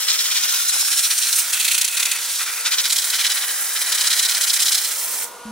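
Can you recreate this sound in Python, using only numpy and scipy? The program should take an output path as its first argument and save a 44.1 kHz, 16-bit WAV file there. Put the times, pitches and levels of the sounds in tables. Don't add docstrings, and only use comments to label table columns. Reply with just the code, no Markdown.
import sys
import numpy as np
from scipy import signal
from scipy.fft import rfft, irfft
from scipy.io import wavfile
from scipy.ndimage import uniform_filter1d, map_coordinates

SR = 44100
rng = np.random.default_rng(int(sys.argv[2]) if len(sys.argv) > 2 else 0)


def put_to_file(sound):
    columns = np.atleast_2d(sound).T
    safe = np.clip(columns, -1, 1)
    whole_steps = np.round(safe * 32767)
    wavfile.write(sys.argv[1], SR, whole_steps.astype(np.int16))


N = 242991
TIME = np.arange(N) / SR
FREQ = np.maximum(np.arange(N // 2 + 1) * SR / N, 1)

# (time [s], relative hiss level [dB], hiss tilt [dB/octave], relative roar level [dB])
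JET_COURSE = [(0, -24.5, 0.2, -34), (.33, -24.5, 2, -33), (.55, -22.5, 2, -31.5), (.73, -25, 3, -32.5),
              (1.0, -23.5, 3.5, -33), (1.2, -24, 1.5, -34), (1.39, -22, 3.5, -33),
              (1.44, -27.5, 2.7, -34.5), (1.72, -21, .3, -34), (1.92, -27.5, 2, -36), (2.0, -23, 2.5, -32),
              (2.18, -26.5, 0.8, -33), (2.38, -23, 1, -38), (2.53, -28.5, 3, -33.5), (3.0, -24.5, 2, -33.5),
              (3.65, -28.5, 5.5, -32), (3.98, -24.5, 2.8, -29.5), (4.4, -27, 4, -30.5),
              (4.87, -26.5, 2.5, -33.5), (5.0, -29.5, 6.5, -37.5), (5.23, -29.5, 7, -36)]
# (frequency [Hz], relative density [dB])
HISS_SPECTRUM = [(1200, -32), (2300, -15), (2750, -2.5), (3100, -1), (4100, 3), (4600, 0.5), (5700, 1),
                 (7500, 2.5), (10000, 1), (12200, -5), (14000, -4), (15500, -3)]
ROAR_SPECTRUM = [(50, -58), (110, -41), (200, -24), (450, -12.5), (800, -6), (1150, -4), (1400, 4),
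                 (2300, 0), (2800, -4.5), (4000, -12.5), (8000, -42)]
SPRAY_SPECTRUM = [(150, -51), (500, -31), (1000, -15.5), (1500, -5), (2300, -5.5), (2750, -3.5),
                  (3150, -1.5), (4100, 5), (4600, 0.5), (5600, -1), (7200, 1), (10000, -2), (12200, -10),
                  (15500, -15.5)]
# (first beat [s], last beat [s], beats [count], slugs per beat [count],
# first relative level [dB], last relative level [dB], slug length [ms], tilt [dB/octave])
SPUTTER_FITS = [(.097, .097, 1, 1, -17, -17, 24, -1), (.143, .321, 4, 1, -22.5, -23.5, 22, -0.5),
                (.369, .369, 1, 1, -20, -20, 26, -.5), (.433, .499, 2, 1, -24.5, -25, 20, 1.5),
                (.690, .866, 4, 1, -25.5, -27.5, 28, 7.5), (.930, 1.049, 3, 1, -26, -23, 23, 3.5),
                (1.116, 1.116, 1, 1, -19, -20, 17, 0), (1.184, 1.184, 1, 1, -20, -20.5, 14, 6.5),
                (1.236, 1.284, 2, 1, -23.5, -25.5, 28, 2.5), (1.331, 1.397, 3, 1, -24.5, -25.5, 9.4, 8.5),
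                (1.536, 1.606, 2, 1, -18.5, -19, 13, 4), (1.651, 1.882, 8, 1, -16.5, -20, 8.5, 4.4),
                (1.975, 2.059, 4, 1, -18, -22, 9, 4), (2.118, 2.118, 1, 1, -15, -15, 7.5, 3.5),
                (2.414, 2.486, 2, 1, -33, -32.5, 27, -8.7), (2.668, 2.855, 4, 1, -16.5, -20.5, 22, -0.1),
                (2.904, 3.024, 3, 2, -17, -23.5, 11, 3.5), (3.105, 3.105, 1, 1, -21, -20.5, 7.8, 6.5),
                (3.147, 3.314, 4, 1, -19.3, -20, 24, -1.3), (3.372, 3.497, 3, 1, -28, -30, 27, -5.5),
                (3.767, 3.874, 3, 1, -24, -30, 14, -2), (3.929, 4.111, 4, 2, -22.5, -18, 14.2, 1.5),
                (4.172, 4.353, 4, 2, -19, -23, 14, 2.5), (4.418, 4.726, 6, 2, -19.3, -18, 14.5, 4.2),
                (4.784, 4.915, 3, 1, -20.5, -24, 12, 4)]
# (frequency [Hz], bandwidth [Hz], relative lift [dB])
RIB_MODES = [(1490, 210, 2.5), (1923, 210, 4.5), (2400, 240, 5.5), (3240, 350, 2.5), (4070, 350, 1),
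             (5010, 310, 2.5), (5535, 390, 3.5), (9000, 1000, -1.5)]
# (arrival [s], departure [s], modes as (frequency [Hz], bandwidth [Hz], lift or cut [dB]))
CAVITIES = [(0, 1.074, [(3300, 900, 2.5), (5540, 400, 4.5), (7100, 520, 2.5), (8800, 460, 3),
            (11180, 260, 4)]), (1.028, 1.444, [(2440, 400, 2.5), (6070, 280, 4.5), (9130, 450, 6),
            (14200, 600, 4.5)]), (1.53, 2.176, [(2050, 280, 3), (2585, 170, 10.5), (5250, 760, -6),
            (10600, 250, 3)]), (2.39, 2.72, [(1400, 200, 3), (2550, 250, 4), (3150, 500, -3)]),
            (2.72, 4.88, [(1590, 170, 1.5), (2770, 250, -6.5), (3060, 200, 3.5), (3950, 220, 2),
            (5150, 300, 1.5), (15350, 300, 2)]), (3.3, 3.9, [(4500, 420, -1.5), (9950, 350, 2),
            (11100, 300, 5), (11900, 500, -4)])]
# (time [s], skin echo lag [ms], left minus right treble [dB], scattered part [dB])
LANDING_SPOT = [(0, 0.96, 3.2, -7.5), (.85, .76, 0.4, -3.5), (1.2, 0.67, -1.5, -18),
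                (1.6, 0.898, -1.5, -14), (2.55, 0.85, 0, -13), (2.79, 0.83, 2, -11), (2.9, 0.87, -2, -19),
                (3.55, 1.08, 0.5, -5), (3.9, 1.02, -0.5, -11), (5.2, 0.93, -2, -8.5)]
# (time [s], peak level [dB])
DROPS = [(0.755, -28), (.7655, -24.5), (.828, -25), (0.833, -37)]
# (time [s], rush level [dB], whine level [dB], rumble level [dB])
BACKGROUND_COURSE = [(0, -46.5, -60, -90), (1.0, -55, -69, -93), (1.4, -52, -54, -76),
                     (3.5, -45.5, -58, -77), (4.8, -47.5, -57, -78), (5.05, -38, -50, -76),
                     (5.44, -40, -40.5, -64)]
# (frequency [Hz], level relative to the whine [dB])
WHINE_PARTIALS = [(480, -10.5), (959, -3), (1200, -11.5), (1441, -5.5)]
# (frequency [Hz], relative density [dB])
RUSH_SPECTRUM = [(40, -48), (100, -22), (150, -18), (235, -8), (330, -8.5), (480, 2), (700, -1), (1050, 3),
                 (1700, -7.5), (5000, -9.5), (10000, -9), (15500, -23)]
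RUMBLE_SPECTRUM = [(25, 0), (120, -2), (300, -27), (1000, -60)]
# (frequency [Hz], coherence [0-1], left phase lead [rad], left minus right [dB])
MIC_PORTS = [(60, 0.74, 0.5, -2), (298, 0.76, 0.51, 0.5), (700, 0.7, .15, 0.5), (1460, 0.91, .1, 0),
             (3230, 0.93, .15, -.5), (4850, 0.82, 0.91, -.5), (6300, 0.45, 0.7, 0), (8030, 0.66, 1.84, 0),
             (10600, 0.73, 0.82, -1.5), (12000, 0.46, 2, -1.5), (13000, 0, 4.8, -3.5),
             (15800, 0.74, 1.5, -2.5)]


def jet():
    hiss_db, tilt_db, roar_db = curves(JET_COURSE)
    hiss = turbulence(HISS_SPECTRUM, rib_lift(depth=0.54))
    hiss = brighten(hiss, tilt_db, pivot_hz=4880, flicker_db=1.0) * undb(hiss_db + 2.5)
    roar = turbulence(ROAR_SPECTRUM, rib_lift(depth=0.63)) * undb(roar_db + walk(45))
    flutter = undb(0.97 * walk(75) + 0.85 * walk(910))
    return (hiss + roar) * flow() * flutter


def flow(release_s=5.243, shut_s=0.013, bleed_s=0.064, trapped_db=-12, plug_share=0.23):
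    since = np.maximum(TIME - release_s, 0)
    trapped = undb(trapped_db)
    share = (1 - trapped) * np.exp(-since / shut_s) + trapped * np.exp(-since / bleed_s)
    for burst_s, length_s, _, _ in slugs():
        near = around(burst_s)
        age = (TIME[near] - burst_s) / length_s
        share[near] *= 1 - plug_share * np.exp(-.5 * ((age + 1.34) / 0.3) ** 2)
    return share


def sputter(rise=0.45, fall=0.49, snap_s=.016, grit_db=1.75, body_per_s=7):
    power, tilt_sum, body_sum = np.full(N, 1e-12), np.zeros(N), np.zeros(N)
    for burst_s, length_s, level_db, tilt_db in slugs():
        near = around(burst_s)
        age = (TIME[near] - burst_s) / length_s
        steepness = 2 + (snap_s / length_s) ** 2
        falloff = np.where(age < 0, abs(age / rise) ** steepness, abs(age / fall) ** 2.3)
        size = undb(level_db + 0.5 * rng.standard_normal())
        burst = size ** 2 * np.exp(-.5 * falloff)
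        power[near] += burst
        tilt_sum[near] += burst * tilt_db
        body_sum[near] += burst * body_per_s * length_s
    spray = turbulence(SPRAY_SPECTRUM, rib_lift(depth=1.21))
    spray = brighten(spray, tilt_sum / power, pivot_hz=4630, flicker_db=1.96)
    body = body_sum / power * resonance(spray, hz=3600, width_hz=1900)
    grit = undb(1.0 + grit_db * walk(690) + 1.03 * walk(120))
    return (spray + body) * np.sqrt(power) * grit


def slugs(swell_db=1.2, pair_gap_s=0.024):
    for first_s, last_s, beats, per_beat, first_db, last_db, length_ms, tilt_db in SPUTTER_FITS:
        for along in np.linspace(0, 1, round(beats)):
            beat_s = first_s + along * (last_s - first_s)
            level_db = first_db + along * (last_db - first_db) + swell_db * np.sin(np.pi * along)
            for k in range(round(per_beat)):
                yield beat_s + k * pair_gap_s, length_ms / 1000, level_db, tilt_db


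def rib_lift(depth):
    return depth * sum(db / (1 + (2 * (FREQ - hz) / width) ** 2) for hz, width, db in RIB_MODES)


def cavities(x, glide_s=0.049):
    out = x
    for arrival_s, departure_s, modes in CAVITIES:
        on_cavity = (TIME >= arrival_s) & (TIME < departure_s)
        coupling = uniform_filter1d(on_cavity * 1., int(glide_s * SR))
        out = out + coupling * sum((undb(db) - 1) * resonance(x, hz, width) for hz, width, db in modes)
    return out


def panel_echoes(x, rib_ms=0.342, rib_gain=0.08, skin_gain=0.12):
    skin_ms = curves(LANDING_SPOT)[0]
    echoes = [rib_gain * delayed(port, rib_ms) + skin_gain * delayed(port, skin_ms) for port in x]
    return (x + np.array(echoes)) / np.sqrt(1 + rib_gain ** 2 + skin_gain ** 2)


def sweep(x, shade_hz=7000, lead_ms_per_db=0.0161):
    pan_db = curves(LANDING_SPOT)[1]
    x = np.array([x[0], delayed(x[1], lead_ms_per_db * pan_db)])
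    treble = irfft(rfft(x) / (1 + (shade_hz / FREQ) ** 4), N)
    return x + treble * (undb(np.array([pan_db, -pan_db]) / 2) - 1)


def engine_bay(x, t60_s=0.022, turns_per_s=0.797):
    share = undb(curves(LANDING_SPOT)[2])
    turn = 2 * np.pi * turns_per_s * TIME
    scattered = np.cos(turn) * diffuse(x, t60_s) + np.sin(turn) * diffuse(x, t60_s)
    return (x + share * scattered) / np.sqrt(1 + share ** 2)


def radiated(x, corner_hz=130):
    return signal.sosfilt(signal.butter(3, corner_hz, "high", fs=SR, output="sos"), x)


def drips(ring_hz=950, width_hz=800):
    impacts = np.full(N, 1e-18)
    for time_s, peak_db in DROPS:
        impacts[int(time_s * SR)] += undb(peak_db)
    ticks = resonance(resonance(impacts, ring_hz, width_hz), ring_hz, width_hz)
    return ticks * impacts.max() / abs(ticks).max()


def background(waver_db=2.0, cut_s=5.452, cut_rise_s=0.0028, hum_hz=220.5, hum_db=-34.5):
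    rush_db, whine_db, rumble_db = curves(BACKGROUND_COURSE)
    whine = sum(undb(db + waver_db * walk(7.3)) * np.sin(2 * np.pi * hz * TIME + 0.55 * walk(15))
                for hz, db in WHINE_PARTIALS)
    after_cut = np.clip((TIME - cut_s) / cut_rise_s, 0, 1)
    hum = undb(hum_db) * after_cut * np.sin(2 * np.pi * hum_hz * TIME)
    rumble_gain = undb(rumble_db + 4.5 * walk(8)) + undb(-63) * after_cut
    noise = turbulence(RUSH_SPECTRUM) * undb(rush_db) + turbulence(RUMBLE_SPECTRUM) * rumble_gain
    return noise + np.sqrt(2) * (whine * undb(whine_db) + hum)


def room(x, t60_s=0.62, wet_db=-16, damping_hz=7000):
    tail = irfft(rfft(diffuse(x, t60_s)) / np.sqrt(1 + (FREQ / damping_hz) ** 2), N)
    return x + undb(wet_db) * tail


def turbulence(spectrum, lift_db=0):
    coherence, lead_rad, balance_db = spectra(MIC_PORTS)
    shared, left, right = rfft(rng.standard_normal((3, N)))
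    pair = np.sqrt(coherence) * shared + np.sqrt(1 - coherence) * np.array([left, right])
    pair = pair * np.array([undb(balance_db / 2) * np.exp(1j * lead_rad), undb(-balance_db / 2)])
    return unit_rms(irfft(pair * undb(spectra(spectrum)[0] + lift_db), N))


def brighten(x, tilt_db, pivot_hz, flicker_db, top_octaves=1.5):
    octave = np.clip(np.log2(FREQ / pivot_hz), -2, 2)
    spectrum, out = rfft(x), 0
    for k in range(-2, 3):
        band = irfft(spectrum * np.maximum(1 - abs(octave - k), 0), N)
        out = out + band * undb(min(k, top_octaves) * tilt_db + flicker_db * walk(46))
    return out


def diffuse(x, t60_s):
    age = TIME[:SR // 2]
    tail = rng.standard_normal((2, len(age))) * undb(-60 * age / t60_s) * (age > .002)
    tail = tail / np.sqrt(np.sum(tail ** 2, axis=1, keepdims=True))
    return signal.fftconvolve(x, tail, axes=1)[:, :N]


def resonance(x, hz, width_hz):
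    return signal.lfilter(*signal.iirpeak(hz, hz / width_hz, fs=SR), x)


def delayed(x, lag_ms):
    return map_coordinates(x, [np.arange(N) - lag_ms * SR / 1000], order=3)


def walk(rate):
    hold = max(int(SR / (2 * rate)), 1)
    steps = np.repeat(rng.standard_normal(N // hold + 1), hold)[:N]
    return unit_rms(uniform_filter1d(uniform_filter1d(steps, hold), hold // 2 + 1))


def curves(table):
    times, *columns = np.transpose(table)
    return [np.interp(TIME, times, column) for column in columns]


def spectra(table):
    hz, *columns = np.transpose(table)
    return [np.interp(np.log(FREQ), np.log(hz), column) for column in columns]


def around(time_s):
    return slice(max(int((time_s - .1) * SR), 0), int((time_s + .1) * SR))


def undb(db):
    return 10 ** (np.asarray(db) / 20)


def unit_rms(x):
    return x / np.sqrt(np.mean(x ** 2))


def scene():
    on_panel = panel_echoes(cavities(jet() + sputter()))
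    steam = engine_bay(sweep(on_panel)) * undb(-.5)
    return room(radiated(steam + drips())) + background()


def record(dry, ceiling=.9, top_hz=15750):
    rounded = dry / (1 + (dry / ceiling) ** 6) ** (1 / 6)
    return signal.sosfilt(signal.ellip(12, .1, 80, top_hz, fs=SR, output="sos"), rounded)


dry = scene()
out = record(dry)
put_to_file(out)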